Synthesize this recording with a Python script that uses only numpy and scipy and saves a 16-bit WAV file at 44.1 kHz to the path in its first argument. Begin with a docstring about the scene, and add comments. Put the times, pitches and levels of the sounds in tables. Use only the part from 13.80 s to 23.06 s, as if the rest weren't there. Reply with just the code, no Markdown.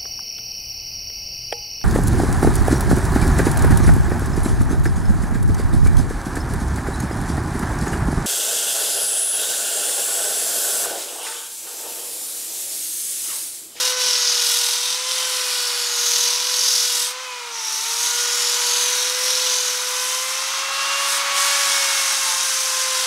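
"""Drill and flap wheel on a metal rim

A corded drill drives a flap wheel to and fro round the rim of an aluminium motorcycle wheel, in a workshop.
The motor whines as harmonics of its shaft; its fan rushes as filtered noise. The speed sags under load
and rises as the drill swings near. The flaps scrape as noise pulsed by the spindle and lift off briefly midway.
Their place on the rim moves the whine through standing waves; the hollow beside the rim rings in gliding bands."""
import sys
import numpy as np
from scipy import signal
from scipy.fft import rfft, irfft, next_fast_len
from scipy.io import wavfile
from scipy.ndimage import map_coordinates

SR = 44100
rng = np.random.default_rng(int(sys.argv[2]) if len(sys.argv) > 2 else 0)


def transcribe(u):
    """Save the signal u as a 16-bit wav file named by the first command-line argument.

    u: samples, shape (n,) or (channels, n), limited to [-1, 1]; the rate is SR.
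    q: integer samples, one column per channel.
    """
    v = np.clip(np.atleast_2d(u).T, -1, 1)
    q = np.round(v * 32767).astype(np.int16)
    wavfile.write(sys.argv[1], SR, q)


N = 408366

# mean motor speed, before a slight random waver: (time [s], speed [turns/s])
MOTOR_SPEED = [(0.0, 505.2), (0.2, 504.0), (0.45, 488.7), (0.7, 482.6), (1.0, 489.6), (1.3, 513.8),
               (1.55, 506.2), (1.85, 488.8), (2.25, 479.2), (2.45, 484.6), (2.7, 498.7), (3.0, 490.2),
               (3.22, 488.2), (3.42, 513.9), (3.7, 470.5), (3.88, 439.4), (3.98, 441.2), (4.05, 458.7),
               (4.25, 479.1), (4.55, 485.3), (4.85, 485.1), (5.3, 499.3), (5.48, 508.1), (5.85, 497.7),
               (6.1, 501.6), (6.34, 510.4), (6.9, 545.4), (7.18, 556.7), (7.45, 557.0), (7.7, 562.6),
               (8.1, 549.1), (8.75, 524.5), (9.26, 516.3)]
# place of the flap wheel; 0 is right, 90 the far side, 270 the near side: (time [s], angle [degrees])
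RIM_PLACE = [(0, -15), (.8, 50), (1.25, 68), (2.05, 31), (2.6, -0.5), (3.45, 77.5), (4.28, 71.5), (4.7, 24),
             (5.25, -14), (5.55, -7), (5.87, 30), (6.2, 58), (7, 125), (8, 244), (8.75, 371.5), (9.26, 415)]
# nearness of the drill to the microphone: (time [s], gain [dB])
NEARNESS = [(0, 0), (1.12, -2.5), (1.7, 0), (3.75, -2.5), (4.6, 2.5), (5.7, 0.5), (6.45, 2.5), (7.3, 6.5),
            (7.65, 8), (8, 7.5), (8.75, 2.5), (9.26, 3.5)]

# the whine and its standing waves: (shaft order, level [dB], share of the nearness gain,
# echo strength [0-1], angle of a node [degrees], node spacing [degrees])
WHINE_ORDERS = [(1, -42.07, 0.67, 0.23, 97.38, 220.0), (2, -42.14, 1.42, 0.48, 34.3, 66.86),
                (3, -46.01, 1.01, 0.49, -7.21, 101.62), (4, -51.59, 0.87, 0.47, 1.52, 106.42),
                (5, -47.9, 1.35, 0.34, 24.37, 195.38)]
# fainter motor lines: (shaft order, level [dB])
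UPPER_ORDERS = [(6, -48), (7, -54), (8, -51), (9, -62), (10, -62), (11, -49), (12, -50.5), (13, -57)]
# one shaft order swells or fades: (middle [s], half length [s], shaft order, added level [dB])
ORDER_FLARES = [(0.1, 0.3, 3, 11.6), (0.13, 0.3, 1, 3.6), (0.25, 0.3, 4, 10.9), (0.82, 0.11, 3, 4.6),
                (1.25, 0.15, 3, -14.0), (1.3, 0.14, 4, 7.4), (1.39, 0.25, 1, 3.0), (1.52, 0.22, 6, 10),
                (1.7, 0.23, 5, 7.7), (2.05, 0.15, 2, -4), (3.38, 0.1, 12, 9), (3.53, 0.12, 5, 8.6),
                (3.55, 0.15, 2, 3), (3.9, 0.13, 1, -7), (4.03, 0.025, 1, -8), (4.28, 0.07, 1, -4.5),
                (4.41, 0.18, 5, -10.0), (4.39, 0.19, 3, 6.5), (4.57, 0.13, 2, -14.0), (5.18, 0.16, 3, 9.5),
                (5.4, 0.27, 2, -5.5), (5.41, 0.14, 4, 14.0), (5.5, 0.12, 3, -10), (5.53, 0.6, 1, 3.0),
                (5.99, 0.18, 4, -14.0), (6.3, 0.15, 6, 7), (6.43, 0.26, 4, 9.4), (6.77, 0.09, 2, 5.6),
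                (6.98, 0.1, 4, -8), (7.13, 0.25, 5, 9.5), (7.15, 0.2, 2, 2), (7.1, 0.45, 6, 5),
                (7.4, 0.1, 5, -8), (7.53, 0.07, 4, 6), (7.9, 0.1, 3, 4), (7.93, 0.5, 4, 13.5),
                (8.11, 0.1, 2, -12.2), (8.55, 0.25, 1, -2.5), (9.18, 0.13, 4, 11.0)]
# gear hum: (spindle order, level against GEARS_DB [dB])
GEAR_ORDERS = [(3, -46.5), (4, -47.5), (7, -39.5), (8, -39.5)]
GEAR_RATIO = 11.75  # shaft turns per spindle turn
FAN_DB, GEARS_DB = -30, -33.5
GEAR_UNLOADING = 0.22  # share of the flaps' lift drop, in dB, that the gear hum also loses
WHINE_WAVER_DB = 0.63
# the higher orders flutter as the gears load and release the shaft: dB per order above the first
FLUTTER_DB = 0.24
# the housing radiates the lowest order poorly once the motor slows below this
HOUSING_HZ, HOUSING_DB_PER_HZ = 492, 0.06

# spectrum of the fan's air and brush noise: (frequency [Hz], level [dB])
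AIR_SPECTRUM = [(25, -24), (110, -41), (200, -26), (350, -16.5), (520, -12.5), (680, -9), (900, 2),
                (1350, 5), (1900, 2.5), (3200, 1.5), (6200, 0), (7500, -4.5), (10500, -10.5), (15000, -23)]
# the vents roar while they face the microphone: band, level, then centre and half angle of their beam
VENT_HZ, VENT_WIDTH_HZ, VENT_DB, VENT_DEGREES, VENT_BEAM_DEGREES = 1227, 124, -33.5, 139, 46
# the fan's rush sounds hollow on the far side: band, share lost, then centre and half angle
SHADE_HZ, SHADE_WIDTH_HZ, SHADE_SHARE, SHADE_DEGREES, SHADE_SPAN_DEGREES = 1620, 240, 0.38, 94, 48
# echoes off rim and bench: (mean delay [s], swing [s], place of the longest path [degrees], strength)
DRILL_ECHOES = [(.0042, .0009, 75, .17)]
# the same columns, for the sanding
RIM_ECHOES = [(.00066, .00022, -106, -.07), (.0028, .0008, -160, .26)]

# how hard the flaps bear, before any lift: (time [s], scrape [dB], grit hiss [dB], ring of the rim [dB])
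SANDING_LEVELS = [(0, -20.5, -26, -38), (.48, -23.5, -32, -21.5), (.72, -21, -23.5, -25),
                  (1.17, -25.5, -29, -39), (1.31, -24, -27.5, -34), (1.5, -25, -26.5, -48),
                  (2.14, -26.5, -30.5, -27), (2.37, -22.5, -26.5, -18), (2.6, -24.5, -31, -29.5),
                  (2.96, -24.5, -26, -18.5), (3.23, -24.5, -25.5, -29.5), (3.33, -35, -36, -34),
                  (3.74, -39, -45, -35), (3.86, -33, -33, -30.5), (4.24, -26, -27, -24),
                  (4.57, -26.5, -29, -28.5), (4.9, -23.5, -28, -28), (5.24, -23.5, -28, -27),
                  (5.45, -23, -27, -28), (5.7, -21.5, -29, -26), (5.88, -27.5, -29, -23),
                  (6.06, -32, -32, -29.5), (6.32, -29.5, -27.5, -25.5), (6.47, -36, -30.5, -29.5),
                  (6.8, -31.5, -36, -30), (7.11, -29.5, -36, -47), (7.3, -27, -25, -43),
                  (7.75, -25, -25, -28.5), (8.6, -30, -25.5, -23.5), (9.26, -26, -27, -30)]
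# uneven flaps modulate the scrape: (spindle order, relative depth)
FLAP_ORDERS = [(1, 0.2), (3, 0.088), (4, 0.11), (7, .1), (8, 0.23), (10, 0.17), (11, 0.26), (12, 0.19),
               (13, 0.15), (16, 0.12), (17, 0.1)]
# the flaps drum on the rim: (spindle order, level against the scrape [dB])
DRUM_ORDERS = [(4, -50), (6, -45), (7, -49.5), (8, -45)]
# the flaps skip or lift off the metal: (start [s], end [s], drop [dB])
FLAP_LIFTS = [(0.14, 0.177, 8), (1.185, 1.266, 2.5), (3.346, 3.7, 24), (5.31, 5.397, 3), (6.828, 6.93, 6),
              (7.408, 7.535, 16)]
LIFT_EDGE_S = 0.067
# spectrum of the scrape: (frequency [Hz], level [dB])
SCRAPE_SPECTRUM = [(40, -38), (200, -33.5), (750, -20), (2300, -11.5), (3000, -4), (3900, -0.5),
                   (4500, -1.5), (5300, 0), (6500, -4), (7500, -14.5), (10000, -18.5), (15000, -34)]
# spectrum of the grit hiss: (frequency [Hz], level [dB])
GRIT_SPECTRUM = [(2000, -50), (5500, -6), (7300, 1), (8600, 1.5), (9700, 0), (11200, -0.5), (12200, -4.5),
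                 (13400, -11), (15600, -15.5)]
# the rim's own broad modes: (frequency [Hz], half width [Hz], level against the ring [dB])
RIM_MODES = [(3853, 320, -12), (4580, 410, -13.5), (5445, 570, -5.5), (6160, 640, -3.5)]
# the hollow between flap wheel and rim sings: (start [s], end [s], start [Hz], end [Hz], level [dB])
HOLLOW_GLIDES = [(0.047, 0.6, 5910, 4950, -25.5), (0.803, 1.296, 5880, 6280, -33),
                 (0.698, 1.453, 3880, 3750, -35), (1.2, 1.75, 6300, 5850, -35),
                 (1.602, 2.154, 4770, 4400, -29.5), (1.5, 2.102, 5630, 5250, -35),
                 (1.98, 2.518, 6910, 6200, -30), (2.3, 3.047, 6020, 5400, -30.5),
                 (3.697, 4.048, 5800, 5500, -30.5), (4.142, 4.521, 6740, 6100, -28),
                 (4.252, 4.85, 5910, 5100, -28.5), (4.3, 4.95, 6600, 7200, -30),
                 (4.598, 5.148, 11200, 10700, -38), (4.748, 5.35, 6810, 5600, -27),
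                 (5.377, 5.649, 5650, 5750, -28), (5.6, 5.918, 5570, 6900, -30),
                 (5.519, 5.845, 5120, 6000, -33), (6.059, 6.36, 5670, 6550, -37),
                 (7.818, 8.1, 5330, 5350, -30), (7.696, 8.45, 8750, 8450, -41),
                 (8.299, 9.152, 9600, 8900, -37), (8.552, 9.262, 6230, 5950, -36)]
GLIDE_WIDTH_HZ = 330
# the hollow cancels a moving band, or lifts it where depth is negative: (time [s], centre [Hz], depth [dB])
HOLLOW_NOTCH = [(0, 7200, -1), (1.7, 6500, 3.5), (2.1, 5800, 2.5), (2.9, 4700, -3.5), (3.8, 4550, 2),
                (4.35, 5400, 4), (4.8, 6000, -3), (5.05, 5400, 9), (5.4, 4450, 3), (5.85, 5350, 4),
                (6.15, 4300, 3), (9.26, 4200, 1.5)]
NOTCH_WIDTH_HZ = 320
# gain of the top treble of the sanding: (time [s], level [dB])
TOP_TREBLE = [(0.8, 0.5), (1.2, -4), (2.3, 2), (3.6, -0.5), (6, 0), (7.4, -3)]
TOP_TREBLE_HZ = 10200
# brief squeals of the rubbed rim: (start [s], length [s], start [Hz], end [Hz], level [dB])
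RIM_SQUEALS = [(3.173, .17, 7470, 8850, -33), (8.425, 0.164, 908, 866, -34.5)]

# decay of the workshop's diffuse sound: (frequency [Hz], time to fall 60 dB [s])
WORKSHOP_DECAY = [(200, 0.29), (2000, 0.51), (12000, 0.042)]
# spectrum of the faint background noise: (frequency [Hz], level [dB])
ROOM_TONE_SPECTRUM = [(25, -3), (45, 1), (70, -5), (200, -12), (1000, 25), (15000, -18)]
TOP_HZ = 15700  # upper band limit


def amp(db):
    """Level law: 20 dB is a tenfold amplitude."""
    return 10 ** (np.asarray(db) / 20)


def unit(x):
    """Normalisation: equal mean power, at rms 1."""
    return x / np.sqrt(np.mean(x ** 2) + 1e-20)


def along(points, hz):
    """Interpolation of (Hz, value) points on a logarithmic frequency axis."""
    f, v = np.transpose(points)
    return np.interp(np.log(hz + 1), np.log(f + 1), v)


def curves(rows):
    """Linear interpolation in time: one value per sample for each column after the time."""
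    s, *cols = np.transpose(rows)
    return [np.interp(np.arange(N) / SR, s, c) for c in cols]


def wobble(rate, size=6):
    """Band-limited random fluctuation: a smooth curve with this many knots a second."""
    fine = signal.resample_poly(rng.standard_normal(int(N * rate / SR) + 4), size, 1)
    return np.interp(np.arange(N) * rate * size / SR, np.arange(len(fine)), fine)


def filtered(x, response):
    """Linear filtering: the spectrum of x times a response of frequency."""
    m = next_fast_len(N + 8192)  # padding limits wrap-around
    return irfft(rfft(x, m) * response(np.fft.rfftfreq(m, 1 / SR)), m)[:N]


def coloured(x, spectrum):
    """Spectral shaping: x through a (Hz, dB) curve, at rms 1."""
    return unit(filtered(x, lambda hz: amp(along(spectrum, hz))))


def tone(turns):
    """Phase accumulation: a sine of rms 1 follows a count of turns, from a random start."""
    return np.sqrt(2) * np.sin(2 * np.pi * (turns + rng.random()))


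def band(centre_hz, width_hz, noise):
    """Quadrature modulation: two slow noises form one band of rms 1 round a steady or moving centre."""
    pole = np.exp(-2 * np.pi * width_hz / SR)
    slow = signal.lfilter([1], [1, -2 * pole, pole ** 2], noise)
    angle = 2 * np.pi * np.cumsum(centre_hz * np.ones(noise.shape[1])) / SR
    return unit(slow[0] * np.cos(angle) + slow[1] * np.sin(angle))


def mirrored(x, echoes, place):
    """Comb interference: echo paths change as the hand moves round the rim, so the ripples glide."""
    n, out = np.arange(N), x
    for delay_s, swing_s, longest, strength in echoes:
        path_s = delay_s + swing_s * np.cos(np.radians(place - longest))
        out = out + strength * map_coordinates(x, [n - SR * path_s], order=3)
    return np.std(x) * unit(out)


def flare(order):
    """Amplitude modulation: decibels that one shaft order gains or loses as it swells and fades."""
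    t = np.arange(N) / SR
    return sum(rise_db * np.exp(-((t - middle) / half_length) ** 2)
               for middle, half_length, flared, rise_db in ORDER_FLARES if flared == order)


def lifted():
    """Loss of contact: decibels the sanding loses while the flaps skip or leave the metal."""
    t = np.arange(N) / SR
    return sum(drop_db * np.clip(0.5 + np.minimum(t - start, end - t) / LIFT_EDGE_S, 0, 1)
               for start, end, drop_db in FLAP_LIFTS)


def motor(speed_hz, turns, place, near_db):
    """Harmonics of rotation: shaft orders pass through standing waves, while the gears hum below."""
    shaft = turns + 0.01 * wobble(45)
    whine = np.zeros(N)
    for order, db, share, echo, node, spacing in WHINE_ORDERS:
        # direct sound and echo cancel at a node, less fully when the drill is near
        echo_phase = 2 * np.pi * (place - node) / spacing
        standing = abs(1 - echo * amp(-near_db / 2) * np.exp(1j * echo_phase))
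        sag_db = HOUSING_DB_PER_HZ * np.maximum(HOUSING_HZ - order * speed_hz, 0)
        waver_db = WHINE_WAVER_DB * wobble(9) + FLUTTER_DB * (order - 1) * wobble(40)
        level_db = db + share * near_db + flare(order) - sag_db + waver_db
        whine += standing * amp(level_db) * tone(order * shaft)
    upper = np.zeros(N)
    for order, db in UPPER_ORDERS:
        level_db = db + 0.68 * near_db + flare(order) + 2.1 * wobble(6.5)
        upper += amp(level_db) * tone(order * shaft)
    hum = sum(amp(db + 2.8 * wobble(4.4)) * tone(order * shaft / GEAR_RATIO) for order, db in GEAR_ORDERS)
    hum_gain = amp(GEARS_DB + near_db - GEAR_UNLOADING * lifted())
    return whine + upper + hum_gain * hum


def fan(turns, place, near_db):
    """Turbulence noise: air and brush noise pulses a little with each turn; the vents beam a low roar."""
    pulse = 1 + 0.21 * tone(turns)
    air = coloured(rng.standard_normal(N) * pulse, AIR_SPECTRUM)
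    far_side = np.exp(-((place - SHADE_DEGREES) / SHADE_SPAN_DEGREES) ** 2)
    shaded = filtered(air, lambda hz: np.exp(-((hz - SHADE_HZ) / SHADE_WIDTH_HZ) ** 2))
    air = air - SHADE_SHARE * far_side * shaded
    facing = np.exp(-((place - VENT_DEGREES) / VENT_BEAM_DEGREES) ** 2)
    vents = amp(VENT_DB) * facing * band(VENT_HZ, VENT_WIDTH_HZ, rng.standard_normal((2, N)))
    return amp(FAN_DB + near_db) * mirrored(air, DRILL_ECHOES, place) + vents


def grains():
    """Granular friction: white noise whose level flickers quickly at random."""
    return rng.standard_normal(N) * amp(1.5 * wobble(4000))


def flap_wheel(turns):
    """Modulated friction: flaps slap the rim in bursts of grit, more unevenly under harder pressure."""
    scrape_db, hiss_db, ring_db = curves(SANDING_LEVELS) - lifted()
    spindle = turns / GEAR_RATIO
    pressure = np.clip((scrape_db + 38.5) / 14, 0, 1)
    # the pattern of slaps drifts as the wheel tilts
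    contact = spindle + 0.008 * wobble(22) + 0.04 * wobble(3)
    pattern = sum(depth * amp(2 * wobble(2)) * tone(order * contact) for order, depth in FLAP_ORDERS)
    unevenness = 0.6 * pattern + 0.014 * wobble(500) + 0.042 * wobble(35)
    # the soft flaps cap each slap
    slaps = unit(1 + np.tanh(pressure * unevenness))
    scrape = coloured(slaps * grains(), SCRAPE_SPECTRUM)
    hiss = coloured(slaps ** 0.81 * grains(), GRIT_SPECTRUM)
    rim = sum(amp(db) * band(hz, width, rng.standard_normal((2, N))) for hz, width, db in RIM_MODES)
    drum = sum(amp(db + 1.8 * wobble(7)) * tone(order * spindle) for order, db in DRUM_ORDERS)
    rubbing = amp(scrape_db) * (scrape + drum) + amp(hiss_db) * hiss
    ringing = slaps * (amp(ring_db) * rim + hollow())
    unsteady_hand = amp(0.56 * wobble(14))
    return unsteady_hand * (rubbing + ringing)


def hollow():
    """Cavity resonance: the hollow changes size with the wheel's travel, so its narrow ring glides."""
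    out = np.zeros(N + SR)
    for start, end, start_hz, end_hz, db in HOLLOW_GLIDES:
        u = np.linspace(0, 1, int(np.clip((end - start) * SR, 2, SR)))
        centre_hz = start_hz + (end_hz - start_hz) * u
        ring = band(centre_hz, GLIDE_WIDTH_HZ, rng.standard_normal((2, len(u))))
        swell = np.sqrt(abs(np.sin(np.pi * u)))
        out[round(start * SR):][:len(u)] += amp(db) * swell * ring
    return out[:N]


def swept(x):
    """Moving interference: the hollow's notch sweeps the sanding noise; the top treble swells and fades."""
    hz, t, z = signal.stft(x, SR, nperseg=512)
    at = np.minimum(np.round(t * SR).astype(int), N - 1)
    notch_hz, depth_db, top_db = [c[at] for c in curves(HOLLOW_NOTCH) + curves(TOP_TREBLE)]
    notch = np.exp(-((hz[:, None] - notch_hz) / NOTCH_WIDTH_HZ) ** 2)
    shelf = 1 - 1 / (1 + (hz[:, None] / TOP_TREBLE_HZ) ** 20)
    return signal.istft(z * amp(top_db * shelf - depth_db * notch), SR, nperseg=512)[1][:N]


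def workshop(x):
    """Reverberation: a short diffuse tail dies faster in the high treble."""
    hz, t, z = signal.stft(rng.standard_normal(SR // 2), SR, nperseg=256)
    decay_db = -60 * t / along(WORKSHOP_DECAY, hz)[:, None]
    tail = signal.istft(z * amp(decay_db), SR, nperseg=256)[1]
    return signal.fftconvolve(x, tail / np.linalg.norm(tail))[:N]


def squeals():
    """Frictional vibration: a flap catches on the rim, which sings in a short, wavering glide."""
    t, out = np.arange(N) / SR, np.zeros(N)
    for start, length, start_hz, end_hz, db in RIM_SQUEALS:
        u = np.clip((t - start) / length, 0, 1)
        hz = (start_hz + (end_hz - start_hz) * u) * (1 + 0.0099 * wobble(550))
        out += amp(db) * np.sin(np.pi * u) * tone(np.cumsum(hz) / SR)
    return out


def scene():
    """Superposition: motor, fan and flap wheel share one shaft; both channels carry the same sound."""
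    speed_hz = curves(MOTOR_SPEED)[0] * (1 + 0.00075 * wobble(14))
    turns = np.cumsum(speed_hz) / SR
    place, near_db = curves(RIM_PLACE)[0], curves(NEARNESS)[0]
    sanding = swept(mirrored(flap_wheel(turns), RIM_ECHOES, place))
    drill = motor(speed_hz, turns, place, near_db) + fan(turns, place, near_db) + sanding + squeals()
    reverberation = amp(-19) * workshop(drill)
    room_tone = amp(-79 + 2.5 * wobble(4)) * coloured(rng.standard_normal(N), ROOM_TONE_SPECTRUM)
    mono = drill + reverberation + room_tone
    return np.array([mono, mono])


def record(dry):
    """Band limitation: nothing at or above the upper limit passes."""
    return np.array([filtered(channel, lambda hz: hz < TOP_HZ) for channel in dry])


dry = scene()
out = record(dry)
transcribe(out)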